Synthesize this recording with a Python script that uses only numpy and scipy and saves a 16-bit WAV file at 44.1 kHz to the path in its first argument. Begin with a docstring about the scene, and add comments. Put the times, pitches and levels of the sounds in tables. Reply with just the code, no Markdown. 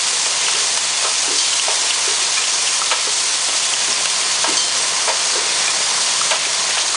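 """A factory hall, with the microphones close to an automatic assembly machine.
The hall's din, drone and hum are shaped noise and tones; behind the machine's blows, bowl feeders, shaken at
twice the mains frequency, rattle small metal parts in a steady hiss: countless collisions, coloured by the bowls.
A press and slides knock on the frame in their own cycles, cylinders vent amid other swells of band noise,
grippers tick and steel parts ring; the recorder's gain control ducks the hiss after the hardest blows."""
import sys
import numpy as np
from scipy import signal
from scipy.fft import rfft, irfft, next_fast_len
from scipy.io import wavfile
from scipy.ndimage import uniform_filter1d

SR = 44100
rng = np.random.default_rng(int(sys.argv[2]) if len(sys.argv) > 2 else 0)


def output_pcm(signal):
    """Save a mono or channel-first signal as 16-bit PCM at the path in sys.argv[1].

    Samples are clipped to [-1, 1] before scaling.
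    """
    pcm = np.clip(np.atleast_2d(signal).T, -1, 1) * 32767
    wavfile.write(sys.argv[1], SR, np.round(pcm).astype(np.int16))


N = 306915
TIME, PADDED = np.arange(N) / SR, next_fast_len(N, real=True)
FREQ = np.fft.rfftfreq(PADDED, 1 / SR)
# the cycles of the press and of the slides [s]; ONCE is too long to come round again
PRESS_S, SLIDE_S, ONCE = 3.396, 3.282, 99
# the pitch of a gripper's jaw and of a latch [Hz]
JAW_HZ, LATCH_HZ = 2970, 1244


def amp(db):
    """Decibels to gain."""
    return 10 ** (np.asarray(db) / 20)


def unit(x):
    """Scales to an rms of 1."""
    return x / np.sqrt(np.mean(x ** 2) + 1e-20)


def spectrum(points, hz):
    """Gain along straight lines in dB over log frequency."""
    f, db = np.transpose(points)
    return amp(np.interp(np.log(hz + 1), np.log(f), db))


def lifted(modes, hz):
    """Gain of a set of resonant bumps."""
    return amp(sum(db / (1 + (2 * (hz - f) / width) ** 2) for f, width, db in modes))


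def level(curve):
    """A dB curve as a gain for every sample."""
    return amp(np.interp(TIME, *np.transpose(curve)))


def coloured(x, gain):
    """Filters x by a gain for every frequency; rms 1."""
    return unit(irfft(rfft(x, PADDED) * gain, PADDED)[:N])


def wander(rate):
    """Slow chance, up to about rate changes a second."""
    return coloured(rng.standard_normal(N), 1 / (1 + (FREQ / rate) ** 4))


def bell(hz, centre, octaves):
    """Gain of a Gaussian band over log frequency."""
    return np.exp(-.5 * (np.log2((hz + 1) / centre) / octaves) ** 2)


def add(mix, s, sound):
    """Mixes a sound in at time s."""
    part = mix[max(round(s * SR), 0):][:len(sound)]
    part += sound[:len(part)]


def at_level(sound, db):
    """Sets the rms level of the first 10 ms of a hit."""
    return amp(db) * sound / np.sqrt(np.mean(sound[:SR // 100] ** 2) + 1e-20)


def without_bass(x, edge_hz):
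    """A high-pass: the struck bodies radiate little below edge_hz."""
    return signal.sosfilt(signal.butter(2, edge_hz, "high", fs=SR, output="sos"), x)


def room(x, t60=1.0, delay_s=0.011):
    """The diffuse echo of the hall: sparse random reflections that die away."""
    t = np.arange(SR) / SR
    taps = rng.standard_normal(SR) * (rng.random(SR) < 1 / 20)
    taps *= (t > delay_s) * amp(-60 * t / t60)
    return signal.fftconvolve(x, taps / np.linalg.norm(taps))[:N]


def hall(din_db=0.9, lumpy_db=1.0, drone_db=-7, drone_hz=170):
    """The uneven din of other machines, a low drone of the drives and the feeder magnets' hum."""
    # colour of the distant din: (frequency [Hz], relative density [dB per Hz])
    din_colour = [(25, -47.5), (70, -29), (115, -20.5), (150, -11.5), (250, -10.5), (350, -9.5),
                  (400, -3.5), (600, 0), (900, 1.5), (1300, -1), (2000, 0.5), (4000, -25), (9000, -40)]
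    # resonances in the din: (frequency [Hz], width [Hz], lift [dB])
    din_modes = [(150, 6.4, 6.1), (291, 20, 5), (326, 13, 4.8), (375, 29, 3.7), (674, 3.4, 5),
                 (953, 31, 4.8), (1046, 81, 6.1), (1230, 110, 2.3)]
    # level of the din, before din_db: (time [s], level [dB])
    din_level = [(0.0, -31), (.7, -31), (1.9, -30.5), (3.4, -31.5), (4.2, -30), (5.7, -28.5), (6.96, -30)]
    # level of the drone, before drone_db: (time [s], level [dB])
    drone_level = [(0.0, -51), (.7, -45), (1.9, -62), (3.2, -63), (3.9, -42.5), (4.7, -44.5), (5.3, -50),
                   (6.2, -41), (6.96, -52)]
    # tones of the magnets: (frequency [Hz], mean level [dB])
    hum_tones = [(100.13, -57), (701, -47), (1051, -45.5)]
    din = coloured(rng.standard_normal(N), spectrum(din_colour, FREQ) * lifted(din_modes, FREQ))
    din *= level(din_level) * amp(din_db + lumpy_db * wander(25))
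    drone = coloured(rng.standard_normal(N), bell(FREQ, drone_hz, 0.5))
    drone *= level(drone_level) * amp(drone_db)
    hum = np.zeros(N)
    for hz, db in hum_tones:
        strength = amp(db + 0.45 * wander(3)) * np.sqrt(2)
        hum += strength * np.sin(2 * np.pi * hz * TIME + hz / 900 * wander(9.1))
    return din + drone + hum


def feeders(hits_per_s=9000, size_db=3.0, wash=0.65, ring_t60=0.015, shake_hz=100.13, throb=0.035,
            flutter_db=0.5, patchy_db=0.58, gain_db=3.0, treble_db=0.58, dulling_db_per_s=0.17):
    """Countless tiny collisions, bunched by each shake of the bowl, over the wash of their echoes."""
    # colour of the rattling parts: (frequency [Hz], relative density [dB per Hz])
    rattle_colour = [(500, -44.5), (1000, -13), (1600, -9.5), (2200, -5.5), (2900, -4), (4000, -2),
                     (5700, -0.75), (6700, -1.85), (7600, -1.9), (8700, -3.5), (10000, -7)]
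    # resonances of the bowls and tracks: (frequency [Hz], width [Hz], lift [dB])
    bowl_modes = [(2106, 58, 5), (2830, 130, 2), (3000, 12, -0.5), (3450, 56, 3), (4710, 99, -1),
                  (6090, 53, 4.5), (6560, 40, 0), (6640, 51, 7.5), (8030, 170, -3.5)]
    # how busy the bowls are, before gain_db: (time [s], level [dB])
    feed_level = [(0.0, -20), (.6, -19.5), (1.05, -20.5), (1.5, -18.5), (2.7, -20), (3.9, -19.5),
                  (4.6, -19.5), (5.7, -19.5), (6.2, -19), (6.96, -20)]
    t = np.arange(SR // 50) / SR
    size = amp(size_db * np.minimum(rng.exponential(1, N), 4))
    size *= rng.random(N) < hits_per_s / SR
    size *= rng.choice([-1, 1], N)
    # every way of colliding has its own brief ring
    rings = rng.standard_normal(size=(24, len(t))) * amp(-60 * t / ring_t60)
    kind = rng.integers(0, len(rings), N)
    hits = sum(signal.oaconvolve(size * (kind == k), ring)[:N] for k, ring in enumerate(rings))
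    shake = 1 + throb * np.cos(2 * np.pi * shake_hz * TIME)
    drive = unit(hits) * shake + wash * rng.standard_normal(N)
    rattle = coloured(drive, spectrum(rattle_colour, FREQ) * lifted(bowl_modes, FREQ))
    # as parts bunch up and thin out along the tracks, the colour shifts; the treble slowly dulls
    hz, when, z = signal.stft(rattle, SR, nperseg=512)
    treble = np.clip((hz[:, None] - 5500) / 2000 + .5, 0, 1)
    patches = uniform_filter1d(rng.standard_normal(z.shape), size=10, axis=0)
    patches = unit(uniform_filter1d(patches, size=16, axis=1))
    z *= amp(treble * (treble_db - dulling_db_per_s * when) + patchy_db * patches)
    rattle = signal.istft(z, SR, nperseg=512)[1][:N]
    return rattle * level(feed_level) * amp(gain_db + flutter_db * wander(25))


def jingles(per_s=70, low_hz=2300, high_hz=8500, floor_db=-29, spread_db=0.5, t60=0.14):
    """Here and there a single part tumbles and rings above the rest, as a decaying sine."""
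    out, t = np.zeros(N), np.arange(SR // 8) / SR
    for when, pitch, size in rng.random((round(per_s * N / SR), 3)):
        hz = low_hz * (high_hz / low_hz) ** pitch
        ring = np.sin(2 * np.pi * hz * t) * amp(-60 * t / t60)
        add(out, when * N / SR, ring * amp(floor_db - spread_db * np.log(max(size, np.exp(-4)))))
    return out


def noise_swells(spread_octaves=0.57):
    """Band noise that swells and fades: venting cylinders, swells around 2.5 kHz, bright bursts."""
    # mostly venting cylinders; the two at 2500 Hz are plain swells of band noise, the two of 0.14 s are
    # short bright bursts around the ringing steel part:
    # (time [s], length [s], level before the swell [dB], centre [Hz])
    swells = [(.33, .34, -26.5, 3300), (1.35, 0.14, -20, 4870), (2.528, 0.33, -24, 6200),
              (2.879, 0.31, -29, 3300), (4.219, 0.36, -27, 4000), (4.528, .14, -23, 5200),
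              (5.897, .42, -27.5, 5800), (6.284, 0.23, -25, 2500), (6.636, .2, -25.5, 2500)]
    out, t = np.zeros(N), np.arange(SR // 2) / SR
    hz = np.fft.rfftfreq(len(t), 1 / SR)
    for s, length, db, centre in swells:
        hiss = irfft(rfft(rng.standard_normal(len(t))) * bell(hz, centre, spread_octaves), len(t))
        swell = np.sin(np.pi * np.clip(t / length, 0, 1))
        add(out, s, unit(hiss) * amp(db) * swell)
    return out


def ticks(gain_db=-1.74, detune=0.0756, side_db=-2, ring_t60=0.038, snap_db=-2, snap_t60=0.019):
    """A small jaw snaps shut and rings briefly in three close modes."""
    # light clicks of grippers and valves: (time [s], level before gain_db [dB], pitch [Hz])
    clicks = [ (.465, -20, JAW_HZ), (.551, -18, JAW_HZ), (1.53, -15.5, JAW_HZ), (1.597, -15, JAW_HZ),
              (1.907, -14, JAW_HZ), (2.438, -20, JAW_HZ), (2.673, -17, JAW_HZ), (2.817, -15.5, LATCH_HZ),
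              (3.736, -14.5, JAW_HZ), (3.928, -14.5, 5330), (6.212, -13.5, LATCH_HZ), (6.452, -18, 2450),
              (6.781, -15.5, JAW_HZ), (6.946, -17, LATCH_HZ)]
    out, t = np.zeros(N), np.arange(SR // 5) / SR
    for s, db, hz in clicks:
        ring = np.zeros(len(t))
        for k in (-1, 0, 1):
            turns = hz * (1 + k * detune) * t + rng.random()
            ring += amp(side_db * abs(k)) * np.sin(2 * np.pi * turns)
        snap = amp(snap_db - 60 * t / snap_t60) * rng.standard_normal(len(t))
        add(out, s, at_level(ring * amp(-60 * t / ring_t60) + snap, db + gain_db))
    return out


def metal(contacts, modes, scrape_db, scrape_t60, rise_s=0.00037):
    """A piece of steel chatters on contact, then rings in its modes."""
    out, t = np.zeros(N), np.arange(SR // 2) / SR
    for s, db in contacts:
        ring = np.zeros(len(t))
        for hz, size_db, t60 in modes:
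            ring += amp(size_db - 60 * t / t60) * np.sin(2 * np.pi * (hz * t + rng.random()))
        # while the piece still bounces, its ring is rough
        bounce = unit(uniform_filter1d(rng.standard_normal(len(t)), size=150))
        chatter = 1 + 0.45 * np.exp(-t / 0.049) * bounce
        scrape = amp(scrape_db - 60 * t / scrape_t60) * rng.standard_normal(len(t))
        hit = (ring * chatter + scrape) * (1 - np.exp(-t / rise_s))
        add(out, s, at_level(hit, db))
    return out


def blows(bumps_per_s=2, bump_db=-30.5, low_hz=450, high_hz=1500, bump_t60=.09):
    """Every blow as (s, dB, centre Hz, t60 s): the machine's cycles, then faint bumps of other stations."""
    # blows on the frame: (first time [s], repeats every [s], level [dB], change by the next cycle [dB],
    # centre [Hz], t60 [s])
    cycles = [ (1.044, PRESS_S, -19.5, 3.5, 860, 0.22), (1.68, PRESS_S, -18.5, 3, 706, .23),
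              (2.913, PRESS_S, -10.5, 0, 1950, 0.1), (2.921, PRESS_S, -15, 3.5, 910, 0.15),
              (3.070, PRESS_S, -21, -5, 374, .06), (.261, SLIDE_S, -20, -4, 800, 0.064),
              (.482, SLIDE_S, -17.5, -2, 1600, 0.065), (0.774, SLIDE_S, -7.5, -1.5, 3580, 0.023),
              (2.071, SLIDE_S, -26.5, 2.5, 403, .27), (.13, ONCE, -27, 0, 457, .055),
              (.544, ONCE, -30, 0, 433, 0.36), (1.276, ONCE, -28.5, 0, 343, 0.59),
              (3.485, ONCE, -24, -4, 497, .05), (3.88, ONCE, -31, -1, 220, 0.2),
              (4.475, ONCE, -23.5, -3.5, 320, 0.33), (6.77, ONCE, -21, 0, 980, 0.17)]
    rows = []
    for first, period, db, change_db, centre, t60 in cycles:
        for cycle, s in enumerate(np.arange(first, N / SR, period)):
            rows.append((s, db + cycle * change_db, centre, t60))
    for when, pitch in rng.random((round(bumps_per_s * N / SR), 2)):
        rows.append((when * N / SR, bump_db, low_hz * (high_hz / low_hz) ** pitch, bump_t60))
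    return rows


def knocks(thud_hz=420, thud_octaves=0.18, spread_per_octave=0.62, rise_s=0.00095,
           clatter_db=-5.0, clatter_ratio=3.5):
    """Each blow stirs the dense modes of the frame; loose fittings clatter, mostly higher."""
    # what the frame rings with: (frequency [Hz], width [Hz], lift [dB])
    frame_modes = [(409.3, 13, 8), (463, 50, 3), (534, 82, 5), (646, 20, 14), (820, 57, 2), (937, 124, 9.5),
                   (1310, 41, 12), (1624, 52, 11.5)]
    out, t = np.zeros(N), np.arange(SR // 2) / SR
    hz = np.fft.rfftfreq(len(t), 1 / SR)

    def stirred(centre, octaves, t60):
        """Modes around a centre ring out from a starting level of about 1."""
        phases = np.exp(2j * np.pi * rng.random(len(hz)))
        ring = irfft(phases * bell(hz, centre, octaves) * lifted(frame_modes, hz), len(t))
        ring *= (1 - np.exp(-t / rise_s)) * amp(-60 * t / t60)
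        return ring * np.sqrt(t60 * SR / np.log(1e6) / np.sum(ring ** 2))

    for s, db, centre, t60 in blows():
        # a thud on the frame's main mode rings narrowly, other blows spread wider
        octaves = thud_octaves + spread_per_octave * abs(np.log2(centre / thud_hz))
        clatter = stirred(min(centre * clatter_ratio, 2900), 0.42, t60)
        add(out, s, amp(db) * (stirred(centre, octaves, t60) + amp(clatter_db) * clatter))
    return out


def scene(room_db=-9, small_room_db=-11):
    """The stations work amid the feeders' hiss; both channels carry the same sound."""
    # a steel part drops and rings: (time [s], level before the high-pass [dB])
    chimes = [(1.386, -15), (4.570, -13.5)]
    # the steel part's modes: (frequency [Hz], relative level [dB], t60 [s])
    steel_modes = [(3140, -1.5, 0.72), (4500, -24, .25), (4230, -2, 0.5), (4590, 3.5, 0.49),
                   (4700, -7, 0.18), (4950, 0, 0.078), (6156, 3.5, 0.21), (6200, -9.5, 0.34),
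                   (8100, -11, 0.08), (8530, -5, 0.25)]
    # a slide meets its metal stop: (time [s], level before the high-pass [dB])
    clinks = [(2.372, -17), (5.677, -18.5)]
    # the stop's modes: (frequency [Hz], relative level [dB], t60 [s])
    stop_modes = [(1267, -7.5, 0.41), (1730, -4, 0.11), (2376, 5, 0.049), (2480, -16, .1),
                  (2390, -2.5, 0.21), (2460, 5, 0.057)]
    small = ticks() + metal(chimes, steel_modes, scrape_db=-2.5, scrape_t60=0.086)
    small += metal(clinks, stop_modes, scrape_db=-1, scrape_t60=0.025)
    small = without_bass(small, edge_hz=850)
    heavy = without_bass(knocks(), edge_hz=240)
    echo = room(amp(room_db) * heavy + amp(small_room_db) * small)
    mix = hall() + feeders() + jingles() + noise_swells() + small + heavy + echo
    return np.array([mix, mix])


def record(dry, threshold_db=-12.0, squeeze=0.76, attack_s=0.00081, recover_db_per_s=45,
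           slow_threshold_db=-15.0, slow_attack_s=0.016, slow_recover_db_per_s=12, edge_hz=10130):
    """Gain control lets go quickly after a crack, slowly after a heavy blow; then soft peaks, band limit."""
    def smoothed(x, seconds):
        """A running average that forgets in the given time."""
        keep = np.exp(-1 / (seconds * SR))
        return signal.lfilter([1 - keep], [1, -keep], x)

    def excess(seconds, limit_db, db_per_s):
        """How far the power has risen over a limit, held and slowly let go."""
        power_db = 10 * np.log10(smoothed((dry ** 2).mean(0), seconds) + 1e-12)
        fall = TIME * db_per_s
        held_db = np.maximum.accumulate(power_db + fall) - fall
        return np.maximum(held_db - limit_db, 0)

    quick_db = excess(attack_s, threshold_db, recover_db_per_s)
    slow_db = excess(slow_attack_s, slow_threshold_db, slow_recover_db_per_s)
    over_db = smoothed(np.maximum(quick_db, slow_db), attack_s)
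    ducked = dry / amp(squeeze * over_db)
    # peaks are rounded off towards 0.72
    ducked /= (1 + (ducked / .72) ** 6) ** (1 / 6)
    low_pass = signal.firwin(801, edge_hz, window=("kaiser", 9), fs=SR)
    return signal.oaconvolve(ducked, low_pass[None], "same")


dry = scene()
out = record(dry)
output_pcm(out)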